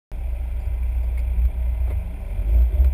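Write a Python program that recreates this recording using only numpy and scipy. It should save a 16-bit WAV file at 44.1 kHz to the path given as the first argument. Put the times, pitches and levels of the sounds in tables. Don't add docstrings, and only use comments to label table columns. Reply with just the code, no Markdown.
import sys
import numpy as np
from scipy import signal
from scipy.io import wavfile
from scipy.ndimage import uniform_filter1d

SR = 44100
rng = np.random.default_rng(int(sys.argv[2]) if len(sys.argv) > 2 else 0)


def nominal_scale(level):
    x = np.asarray(level, float) / 20
    return 10 ** x


def put_to_file(sound):
    columns = np.atleast_2d(sound).T
    safe = np.clip(columns, -1, 1)
    whole_steps = np.round(safe * 32767)
    wavfile.write(sys.argv[1], SR, whole_steps.astype(np.int16))


N = 129213

# start_s, firing_hz, level_db, throttle (0 to 1)
OWN_ENGINE = [(.12, 33.42, -31, 0.03), (1.2, 34.05, -31.5, 0.04), (1.4, 33.45, -34, 0.1),
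              (1.6, 34.19, -32, .05), (2.1, 33.05, -32.5, 0.04), (2.2, 34.78, -37, 0),
              (2.3, 39.65, -29, .4), (2.42, 45.13, -25.5, 0.73), (2.47, 50.85, -21.5, 0.62),
              (2.53, 56.6, -15, 0.89), (2.62, 58.22, -12, 0.6), (2.66, 60.85, -18, 0),
              (2.69, 65.63, -35.5, 0.34), (2.74, 67.17, -24.5, 0.9), (2.78, 65.3, -17, 0.8),
              (2.85, 65.46, -13.5, 0.82), (2.93, 66.3, -23, 0)]
# multiple_of_firing, idle_level_db
OWN_SIDE_TONES = [(0.498, -55.5), (1.251, -47.5), (1.502, -52.5), (1.999, -44.5), (2.498, -48.5)]
# start_s, level_db
NEIGHBOUR_IDLE = [(.13, -38), (.24, -25.5), (.55, -28), (.9, -22.5), (1.3, -23), (1.4, -22.5),
                  (1.458, -13.5), (1.52, -35), (1.599, -20.5), (1.719, -22.5), (1.95, -22.5), (2.13, -34),
                  (2.199, -31)]
# start_s, firing_hz, level_db
NEIGHBOUR_LAUNCH = [
    (2.3, 57.5, -34),
    (2.6, 53.06, -31.5),
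    (2.7, 51.7, -27.5),
    (2.8, 49.6, -19.5),
    (2.93, 50.5, -33.5),
]
# multiple_of_firing, level_db
NEIGHBOUR_SIDE_TONES = [(.8, -16.5), (1.4, -34), (1.6, -17.5), (1.12, -12), (2.8, -42)]
# pitch_hz, width_hz, level_db, rise_at_full_throttle_db
TRIM_PANELS = [(178.8, 35, 0.5, 6.5), (221.3, 30, -8, 13.5), (279.8, 14, -5, 1), (342.6, 22, -10.5, 17),
               (392.3, 27, -7, 7), (571.4, 21, -3, 4.5), (609, 45, -7.5, 14.5), (638.3, 35, 0, -1.5),
               (777, 100, -1.5, 2.5), (938, 100, -7, 2.5), (1487, 360, -8.5, 3), (2170, 570, -6.5, 0.5),
               (2363, 337, -2.5, 3), (3280, 440, -12, 5.5)]
# pitch_hz, level_db
PUMP_WHINES = [(964, -67.5), (1030, -70.5), (2067, -66.5), (2673, -72), (589, -65.5)]
# pitch_hz, level_db_per_hz
RUMBLE_SPECTRUM = [(20, -16), (45, 3.5), (90, -6.5), (130, -34.5), (400, -23.5), (1300, -44), (3900, -54),
                   (5500, -51)]
# start_s, length_s, bright_db, dull_db, rasp_db
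CONTROL_KNOCKS = [
    (0.492, 0.0065, -62.5, -46.5, -83.5),
    (0.599, 0.029, -66, -60, -66),
    (0.653, 0.019, -63.5, -52, -66.5),
    (1.026, 0.024, -64, -57, -63.5),
    (1.173, 0.016, -43, -45.5, -65),
    (1.19, 0.017, -47, -54, -58.5),
    (1.871, 0.04, -63, -40.5, -84),
    (1.899, 0.029, -48, -41.5, -89),
    (2.844, 0.014, -67, -41.5, -80),
]
# pitch_hz, width_hz, level_db
CONTROL_RINGING = [(1530, 450, -3.5), (2130, 260, 10), (3060, 900, -7)]
# centre_s, pitch_hz, length_s, level_db
BODY_THUDS = [(0.69, 87, 0.025, -30), (1.03, 83, 0.02, -46), (1.38, 51, 0.017, -22.5),
              (1.956, 85.05, 0.084, -29), (2.6, 178, 0.0094, -38), (2.37, 88, 0.066, -35),
              (2.53, 345, 0.043, -45), (2.72, 390, 0.05, -49), (2.81, 333, 0.057, -47),
              (2.78, 603, .06, -46.5), (2.6, 670, .05, -51)]
# start_s, pitch_hz, level_db
GEAR_MOAN = [
    (1.2, 158.6, -63.5),
    (1.38, 166, -41),
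    (1.55, 165.2, -51),
    (1.75, 163.6, -56),
    (1.95, 162.4, -49.5),
    (2.08, 175, -43.5),
    (2.2, 187, -49.5),
    (2.3, 192.8, -64),
]
# start_s, peak_level_db
HOUSING_TICKS = [(1.454, -40), (2.412, -55.5), (2.546, -46), (2.581, -47.5), (2.588, -44.5), (2.613, -46.5),
                 (2.622, -41), (2.631, -56), (2.803, -48.5), (2.846, -36.5), (2.848, -41), (2.853, -47),
                 (2.863, -47.5)]


def level(x, db):
    return x * nominal_scale(db) / np.sqrt(np.mean(x ** 2))


def col(table, index):
    rows = np.array(table, float)
    return np.interp(np.arange(N) / SR, rows[:, 0], rows[:, index])


def band(x, hz, width_hz):
    return signal.lfilter(*signal.iirpeak(hz, hz / width_hz, fs=SR), x)


def walk(rate_hz):
    hold = int(SR / rate_hz)
    steps = np.repeat(rng.standard_normal(N // hold + 1), hold)
    smooth = uniform_filter1d(uniform_filter1d(steps, hold), hold)
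    return 1.103 * smooth[:N]


def engine(firing_hz, level_db, side_db, side_tones):
    pitch_wander, lump_db, lump_hz = .004, 4.5, 9.7
    cabin_edge_hz, cabin_fall_db_per_octave = 90, 40
    turns = np.cumsum(firing_hz * (1 + pitch_wander * walk(6.04))) / SR
    sides = 0
    for multiple, db in side_tones:
        octaves_above = np.maximum(np.log2(multiple * firing_hz / cabin_edge_hz), 0)
        cabin_db = -cabin_fall_db_per_octave * octaves_above
        loudness = nominal_scale(side_db + db + cabin_db + lump_db * walk(lump_hz))
        sides = sides + loudness * np.sin(2 * np.pi * (multiple * turns + rng.random()))
    firing = nominal_scale(level_db) * np.sin(2 * np.pi * turns)
    return np.sqrt(2) * (firing + sides), turns


def own_engine(throttle):
    side_db = 12.5 * throttle
    return engine(col(OWN_ENGINE, index=1), col(OWN_ENGINE, index=2), side_db, OWN_SIDE_TONES)


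def neighbour_engine():
    idle_hz = 60.2
    rows = [(s, idle_hz, db) for s, db in NEIGHBOUR_IDLE] + list(NEIGHBOUR_LAUNCH)
    level_db = col(rows, index=2)
    side_db = uniform_filter1d(level_db, size=SR // 3)
    sound, _ = engine(col(rows, index=1), level_db, side_db, NEIGHBOUR_SIDE_TONES)
    return sound


def clatter(turns, throttle):
    spread_db, gate_depth_db, flicker_db = 1.8, 1.5, .6
    gate = nominal_scale(gate_depth_db * np.cos(2 * np.pi * turns))
    overtones = sum(np.sin(2 * np.pi * (k * turns + rng.random())) for k in range(4, 12))
    overtones = nominal_scale(-19) * throttle ** 2 * overtones
    out = 0
    for hz, width_hz, db, rise_db in TRIM_PANELS:
        rattle = rng.standard_normal(N) * nominal_scale(spread_db * walk(180)) * gate
        filter_hz = 1.287 * width_hz
        ring = band(band(rattle + overtones, hz, filter_hz), hz, filter_hz) * np.sqrt(SR / width_hz)
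        out = out + ring * nominal_scale(db + rise_db * throttle + flicker_db * walk(9.93))
    return out * nominal_scale(-59)


def pump_whines():
    out = 0
    for hz, db in PUMP_WHINES:
        turns = np.cumsum(hz * (1 + .0012 * walk(9))) / SR
        out = out + nominal_scale(db + 2.8 * walk(8)) * np.sin(2 * np.pi * turns)
    return np.sqrt(2) * out


def rumble(throttle):
    rows = np.array(RUMBLE_SPECTRUM, float)
    out = 0
    for hz in 22 * 2 ** np.arange(0, 8.1, .5):
        db_per_hz = np.interp(np.log(hz), np.log(rows[:, 0]), rows[:, 1])
        db = db_per_hz + 10 * np.log10(hz)
        noise = band(band(rng.standard_normal(N), hz, hz / 2), hz, hz / 2)
        out = out + level(noise, db) * nominal_scale(1.7 * walk(6.94))
    return level(out, -37) * nominal_scale(3.0 * throttle)


def control_knocks():
    t = np.arange(N) / SR
    strikes_per_s, strike_db = 2500, 13
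    dull_hz, dull_width_hz = 350, 450
    rasp_hz, rasp_width_hz = 4760, 680
    strikes = rng.random(N) < strikes_per_s / SR
    scrape = rng.standard_normal((3, N)) * (1 + nominal_scale(strike_db) * strikes)
    bright = 0
    for hz, width_hz, db in CONTROL_RINGING:
        ring = band(band(scrape[0], hz, width_hz), hz, 3 * width_hz)
        bright = bright + nominal_scale(db) * ring / np.sqrt(width_hz)
    bright = level(bright, 0)
    dull = level(band(band(scrape[1], dull_hz, dull_width_hz), dull_hz, 2 * dull_width_hz), 0)
    rasp = level(band(band(scrape[2], rasp_hz, rasp_width_hz), rasp_hz, rasp_width_hz), 0)
    out = 0
    for start_s, length_s, bright_db, dull_db, rasp_db in CONTROL_KNOCKS:
        rise = np.clip((t - start_s) / (length_s / 7), 0, 1)
        fade = np.exp(-(np.maximum(t - start_s, 0) / length_s) ** 2)
        noise = nominal_scale(bright_db) * bright + nominal_scale(dull_db) * dull + nominal_scale(rasp_db) * rasp
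        out = out + rise * fade * noise
    return out


def body_thuds():
    t = np.arange(N) / SR
    out = 0
    for centre_s, hz, length_s, db in BODY_THUDS:
        swell = np.exp(-((t - centre_s) / length_s) ** 2)
        out = out + nominal_scale(db + 3) * swell * np.sin(2 * np.pi * hz * t)
    return out


def gear_moan():
    turns = np.cumsum(col(GEAR_MOAN, index=1)) / SR
    return np.sqrt(2) * nominal_scale(col(GEAR_MOAN, index=2)) * np.sin(2 * np.pi * turns)


def housing_ticks():
    t = np.arange(N) / SR
    fade_s, rebound_s, rebound = .00016, .0011, -.75
    snaps = 0
    for start_s, db in HOUSING_TICKS:
        snaps = snaps + nominal_scale(db) * (t >= start_s) * np.exp(-np.maximum(t - start_s, 0) / fade_s)
    snaps = snaps + rebound * np.roll(snaps, int(rebound_s * SR))
    return nominal_scale(12) * band(snaps, hz=1900, width_hz=4000)


def scene():
    throttle = np.clip(col(OWN_ENGINE, index=3), 0, 1.2)
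    own, turns = own_engine(throttle)
    engines = own + neighbour_engine() + clatter(turns, throttle)
    cabin = pump_whines() + rumble(throttle) + gear_moan()
    handling = control_knocks() + body_thuds() + housing_ticks()
    return (engines + cabin + handling)[None]


def roll_off(x):
    return signal.sosfilt(signal.butter(12, 15150, fs=SR, output="sos"), x)


def record(dry):
    start_s, edge_hz, hold_hz, grid_hz = .11669, 5700, 12000, 48000
    soft = signal.sosfilt(signal.butter(6, edge_hz, fs=SR, output="sos"), dry[0])
    slow = signal.resample_poly(soft, hold_hz, SR)
    stairs = np.repeat(slow, grid_hz // hold_hz)
    held = signal.resample_poly(stairs, SR, grid_hz)[:N]
    held = np.pad(held, (0, N - len(held)), mode="edge")
    held = held * (np.arange(N) / SR >= start_s)
    return roll_off(held[None])


dry = scene()
out = record(dry)
put_to_file(out)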